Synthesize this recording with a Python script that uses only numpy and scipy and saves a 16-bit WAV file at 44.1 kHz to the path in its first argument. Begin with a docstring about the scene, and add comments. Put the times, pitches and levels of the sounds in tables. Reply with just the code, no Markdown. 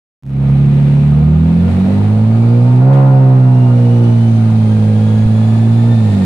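"""The exhaust of a turbocharged six-cylinder car pulling gently on a workshop roller dyno, from behind.
Its firing pulses boom, climb, bark briefly at top engine speed and sink while the rollers keep gaining.
Turbulent gas roars and air hisses in time with the firings; the drivetrain's gears whine ever higher.
The shop rings along, and one soft thump comes late. Gain control ducks the mix when the boom swells."""
import sys
import numpy as np
from scipy import signal
from scipy.fft import rfft, irfft, next_fast_len
from scipy.io import wavfile
from scipy.ndimage import uniform_filter1d

SR = 44100
rng = np.random.default_rng(int(sys.argv[2]) if len(sys.argv) > 2 else 0)


def generate_wav(signal):
    """Clip the signal to [-1, 1] and save it as 16-bit WAV at the path in sys.argv[1]."""
    frames = np.transpose(np.atleast_2d(signal))
    scaled = np.clip(frames, -1, 1) * 32767
    pcm = np.round(scaled).astype(np.int16)
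    wavfile.write(sys.argv[1], SR, pcm)


N = 275625
TIME_S = np.arange(N) / SR
FFT_SIZE = next_fast_len(N + SR // 2)
FREQ_HZ = np.fft.rfftfreq(FFT_SIZE, 1 / SR)

# engine speed: time_s, firing_hz
ENGINE_SPEED = [(0.25, 67.7), (0.69, 70.3), (0.98, 71.3), (1.2, 74), (1.51, 83.6), (1.76, 92),
                (2.07, 104.3), (2.49, 117), (2.79, 125.3), (2.92, 136.4), (3.22, 131.43), (3.58, 125),
                (3.75, 120.69), (4.3, 113.7), (4.84, 106.6), (5.38, 109.6), (5.92, 116.7), (6.25, 93)]
# clean exhaust tones: firing_multiple, level_db, tremble_db
BOOM_TONES = [(1, 0, 0.27), (2, -4.5, 0.64), (4, -9, 0.74)]
# pipe response to the clean tones: freq_hz, gain_db
BOOM_RESPONSE = [(66.0, -18.5), (78.0, -9.5), (110.0, -7.0), (131.0, -0.66), (160.0, -2), (225.0, -6.5),
                 (270.0, -7), (320.0, -24), (420.0, -21.5), (478.0, 3), (540.0, -5)]
# orders of the unequal cylinders: firing_multiple, level_db
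CYLINDER_ORDERS = [(.5, 1), (1.5, 0), (2.5, 1.5), (3, 2), (3.5, -3), (4.5, 1), (5, -0.5), (5.5, 5),
                   (6, -7.5), (6.5, 1.5), (7, -1.5), (7.5, 3), (8, -4.5), (10, -4.5)]
# tailpipe response to those orders: freq_hz, gain_db
PIPE_RESPONSE = [(35, -66.5), (62, -43), (100, -32), (160, -29), (215, -21), (265, -36.5), (305, -44),
                 (350, -42.5), (415, -48), (480, -44.5), (620, -51), (750, -55), (1000, -56.5), (1400, -63),
                 (2400, -78.5)]
# turbulent exhaust gas: freq_hz, level_db
ROAR_SPECTRUM = [(20, -83), (45, -63), (75, -59), (130, -48.5), (230, -55), (320, -66), (500, -64.5),
                 (750, -67), (1050, -71), (1500, -75.5), (2200, -87), (4000, -110)]
# swell of the rushing air: time_s, level_db
AIR_SWELL = [(.5, -1), (.92, 2), (1.3, -2), (1.72, 0.5), (2.3, -1.7), (2.72, .8), (2.83, -1.5), (3.5, -1.5),
             (3.85, .5), (4.8, -0.5), (6.2, 1)]
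# lower band of the air: freq_hz, level_db
HISS_SPECTRUM = [(1000, -21.5), (1600, -5), (2000, -4), (2450, -2.5), (3000, -8), (3800, -14),
                 (6000, -44.5)]
# upper band of the air: freq_hz, level_db
FIZZ_SPECTRUM = [(2000, -23.5), (3000, -4.5), (3800, -0.5), (4500, -4.5), (5400, -8), (6500, -10),
                 (7700, -11.5), (8900, -7.5), (10000, -15), (12500, -23.5), (15600, -27)]
# gear whine, following the rollers: time_s, pitch_hz, level_db
WHINE_TRACK = [(.5, 623, -70.5), (1.2, 757, -64.5), (1.62, 884.4, -60), (2.55, 1195, -54.5),
               (3, 1305, -64.5), (3.62, 1405, -53), (4.51, 1562, -55), (6.25, 1846, -50)]
# gear harmonics: pitch_multiple, level_db
GEAR_HARMONICS = [(1, -0.5), (2, 1), (3, -18), (4, -4.5), (6, -11.5)]
# gear housing radiation: freq_hz, gain_db
HOUSING_RESPONSE = [(1300, -4), (1750, 5.5), (2350, 0), (2900, 3), (3600, 0), (4800, 1.5), (5300, -4.5),
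                    (6000, 0), (7300, -1.5), (9000, 3), (11000, -4)]
# shop resonances: centre_hz, width_hz, gain_db
SHOP_RESONANCES = [(248.5, 12, 8), (295.8, 13, 9.5), (350, 14, 10), (386.8, 33, 7.5), (478.6, 22, 6.5),
                   (543.5, 32, 7), (634, 10, 6), (685.7, 22, 7), (728.4, 28, 8.5), (807, 39, 7),
                   (915.6, 50, 7.5), (1050, 7.5, 5), (1228, 40, 9.5), (1411, 45, 7)]
# cancellations by shop reflections: centre_hz, width_hz, gain_db
SHOP_NULLS = [(71, 2.3, -9), (84.5, 2.4, -10), (95.7, 9.3, -9), (181.1, 4.2, -13), (206, 11.7, -6.5),
              (289.2, 28, -19.5), (357, 5.8, -16.5), (451.7, 28.5, -21.5), (499.1, 41.5, -25.0)]
# shop reverberation: freq_hz, t60_s
SHOP_T60 = [(100, 0.95), (500, 0.55), (2000, 0.56), (12000, 0.17)]
# left-right likeness of the noise: freq_hz, correlation
STEREO_CORRELATION = [(100, 0.93), (250, 0.97), (500, .8), (1000, 0.51), (2000, 0.0034), (8000, 0)]
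# stereo balance: freq_hz, left_minus_right_db
STEREO_BALANCE = [(60, 0), (92, -2.5), (140, -2), (210, -1.5), (330, 2), (500, -5), (770, 1), (1170, -1),
                  (1790, 1.5), (2740, 4), (4190, -10.5), (6410, 3), (9810, -6), (15000, 1)]


def boom(firings, firing_hz, throttle):
    """The firing tone and two octaves swell and fade as they slide through pipe response and shop nulls."""
    unevenness = gain_of(2 * throttle)  # an open throttle burns less evenly
    octave_shift_cycles = np.interp(firing_hz, [107, 135], [.08, .38])  # the pipe shifts the phase
    tones = np.zeros(N)
    for multiple, tone_db, tremble_db in BOOM_TONES:
        pitch_hz = multiple * firing_hz
        level_db = tone_db + at_freq(BOOM_RESPONSE, pitch_hz) + bells_db(SHOP_NULLS, pitch_hz)
        level_db += tremble_db * unevenness * drift(32)
        cycles = multiple * firings + octave_shift_cycles * (multiple == 2)
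        tones += gain_of(level_db) * np.cos(2 * np.pi * cycles)
    return np.sqrt(2) * tones


def exhaust(firings, firing_hz, throttle, growl_hz=300, snarl_hz=1000, knee_hz=109.26):
    """Pulses from two alternating cylinder banks growl; speed and load sharpen them to a bark and snarl."""
    jittered = firings + .004 * drift(45)
    multiples = [k / 2 for k in range(1, 44) if k / 2 not in (1, 2, 4)]  # 1, 2, 4 are the boom
    # phase k * k: the pipe spreads each pulse in time
    orders = sum(gain_of(at_freq(CYLINDER_ORDERS, k)) * np.cos(2 * np.pi * k * jittered + k * k)
                 for k in multiples)
    pulses = np.sqrt(2) * orders * puffs(firings, depth=0, scatter_db=1)
    pipe = gain_of(at_freq(PIPE_RESPONSE) + bells_db(SHOP_RESONANCES))
    low = lowpass(growl_hz, power=8)
    high = 1 - lowpass(snarl_hz, power=4)
    over_knee_hz = firing_hz - knee_hz
    bark_db = 2.5 + .1528 * over_knee_hz + .34 * np.maximum(over_knee_hz, 0) + .64 * throttle
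    growl = gain_of(3.1 + 2 * throttle) * colour(pulses, pipe * low)
    bark = gain_of(bark_db) * colour(pulses, pipe * (1 - low) * (1 - high))
    snarl = gain_of(-5.5 + 1.75 * bark_db) * colour(pulses, pipe * high)
    direct = growl + gain_of(-1.43) * (bark + snarl)
    side_echo, front_echo = shop_echo(gain_of(-20.5) * growl + gain_of(-7.5) * bark + gain_of(-.5) * snarl)
    return direct + front_echo + np.array([side_echo, -side_echo])


def puffs(firings, depth, scatter_db):
    """Gas leaves in one puff per firing, each of a different strength."""
    strength_db = scatter_db * rng.standard_normal(N)
    strength = gain_of(np.interp(firings, np.arange(N), strength_db))
    return unit_rms(strength * (1 + depth * np.cos(2 * np.pi * firings)))


def gas_roar(firings, throttle):
    """Turbulence in the puffs; an open throttle pushes more gas."""
    gas = stereo_noise() * puffs(firings, depth=.37, scatter_db=1.5)
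    response = gain_of(at_freq(ROAR_SPECTRUM) + bells_db(SHOP_RESONANCES))
    return gain_of(2.5 + 1.56 * throttle) * colour(gas, response) * np.sqrt(SR / 2)


def air_hiss(firings, burst_s=2.922, rise_s=.015, decay_s=.058):
    """Tailpipe air flutters with the firings and brightens with roller speed."""
    swell_db, = curves(AIR_SWELL)
    whine_hz, _ = curves(WHINE_TRACK)
    speed_octaves = np.log2(whine_hz / whine_hz.max())
    # a brief, faint, bright burst of hiss at top engine speed
    burst_age_s = np.maximum(TIME_S - burst_s, 0)
    burst = np.minimum(burst_age_s / rise_s, 1) * np.exp(-burst_age_s / decay_s)
    hiss_gain = np.hypot(gain_of(-40.5 + swell_db - speed_octaves), gain_of(-30.5) * burst)
    fizz_gain = np.hypot(gain_of(-42.5 + swell_db + 3.5 * speed_octaves), gain_of(-41.5) * burst)
    hiss = unit_rms(colour(stereo_noise(), gain_of(at_freq(HISS_SPECTRUM))))
    fizz = unit_rms(colour(stereo_noise(), gain_of(at_freq(FIZZ_SPECTRUM))))
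    burst_treble = (gain_of(3.5 * burst) - 1) * colour(fizz, 1 - lowpass(5500, power=6))
    air = hiss_gain * hiss + fizz_gain * (fizz + burst_treble)
    return air * puffs(firings, depth=.081, scatter_db=.38)


def gear_whine(flutter_db=3):
    """Gear tones climb with roller speed, flutter, and radiate from the housing into the shop."""
    pitch_hz, level_db = curves(WHINE_TRACK)
    cycles = np.cumsum(pitch_hz * (1 + .0055 * drift(60))) / SR
    harmonics = sum(gain_of(db) * np.sin(2 * np.pi * k * cycles) for k, db in GEAR_HARMONICS)
    flutter = unit_rms(gain_of(flutter_db * drift(30)))
    tones = np.sqrt(2) * gain_of(level_db) * harmonics * flutter
    radiated = colour(tones, gain_of(at_freq(HOUSING_RESPONSE)))
    return gain_of(-3) * radiated + shop_echo(radiated)


def thump(centre_s=5.263, level_db=-5, length_s=.009):
    """One short, soft low thump with no ring."""
    position = np.clip(2 * (TIME_S - centre_s) / length_s, -1, 1)
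    return -gain_of(level_db) * np.cos(np.pi / 2 * position) ** 2


def shop_echo(x):
    """Two diffuse half-second tails, each band dying at its own rate."""
    freq_hz, age_s, bands = signal.stft(rng.standard_normal((2, SR // 2)), SR, nperseg=256)
    decay = np.exp(-np.log(1000) * age_s / at_freq(SHOP_T60, freq_hz)[:, None])
    tails = signal.istft(bands * decay, SR)[1]
    return signal.fftconvolve(x[None], tails / np.linalg.norm(tails[0]), axes=1)[:, :N]


def stereo_noise():
    """White noise pair, alike in the bass, unrelated in the treble."""
    shared, apart = rng.standard_normal((2, N))
    correlation = np.clip(at_freq(STEREO_CORRELATION), -1, 1)
    mid = colour(shared, np.sqrt((1 + correlation) / 2))
    side = colour(apart, np.sqrt((1 - correlation) / 2))
    return np.array([mid + side, mid - side])


def drift(bandwidth_hz):
    """Slow random wander, rms 1."""
    return unit_rms(colour(rng.standard_normal(N), np.exp(-(FREQ_HZ / bandwidth_hz) ** 2)))


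def bells_db(table, freq_hz=FREQ_HZ):
    """Summed bell-shaped peaks or dips."""
    return sum(db / (1 + (2 * (freq_hz - centre_hz) / width_hz) ** 2) for centre_hz, width_hz, db in table)


def at_freq(table, freq=FREQ_HZ):
    """Table lookup on a log-frequency axis."""
    knots, values = np.transpose(table)
    return np.interp(np.log(freq + 1), np.log(knots + 1), values)


def curves(table):
    """Columns of a time table, per sample."""
    time_s, *columns = np.transpose(table)
    return [np.interp(TIME_S, time_s, column) for column in columns]


def lowpass(corner_hz, power):
    """Low-pass gain per FFT bin."""
    return 1 / (1 + (FREQ_HZ / corner_hz) ** power)


def colour(x, gain):
    """Filter by a gain per FFT bin."""
    return irfft(rfft(x, FFT_SIZE) * gain, FFT_SIZE)[..., :N]


def smooth(x, window_s):
    """Running mean."""
    return uniform_filter1d(x, max(1, round(window_s * SR)))


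def gain_of(db):
    """Decibels to amplitude."""
    return 10 ** (np.asarray(db) / 20)


def unit_rms(x):
    """Scale to rms 1."""
    return x / np.sqrt(np.mean(x ** 2) + 1e-20)


def scene(full_pull_hz_per_s=43):
    """One crankshaft drives all engine layers; the throttle is open while it gains speed."""
    firing_hz, = curves(ENGINE_SPEED)
    climb_hz_per_s = np.gradient(firing_hz) * SR
    throttle = smooth(np.clip(climb_hz_per_s / full_pull_hz_per_s, 0, 1), window_s=.13)
    firings = np.cumsum(firing_hz) / SR
    engine = boom(firings, firing_hz, throttle) + exhaust(firings, firing_hz, throttle)
    mix = engine + gas_roar(firings, throttle) + air_hiss(firings) + gear_whine() + thump()
    balance_db = np.outer([1, -1], at_freq(STEREO_BALANCE)) / 2
    return colour(mix, gain_of(balance_db))


def record(dry, threshold_db=-10.5, ratio=2.1, window_s=.034, fade_step_s=.01, cutoff_hz=15800):
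    """Gain control, quick stepped fade-in, soft clip, band limit."""
    power = smooth(smooth((dry ** 2).mean(0), window_s), window_s)
    over_db = np.maximum(10 * np.log10(abs(power) + 1e-12) - threshold_db, 0)
    ducked = dry * gain_of(-over_db * (1 - 1 / ratio))
    stepped_s = np.round(TIME_S / fade_step_s) * fade_step_s
    faded = ducked * np.interp(stepped_s, [.225, .5], [0, 1])
    clipped = faded / (1 + abs(faded) ** 16) ** (1 / 16)
    band_limit = signal.firwin(511, cutoff_hz, window=("kaiser", 9), fs=SR)
    return signal.oaconvolve(clipped, band_limit[None], "same")


dry = scene()
out = record(dry)
generate_wav(out)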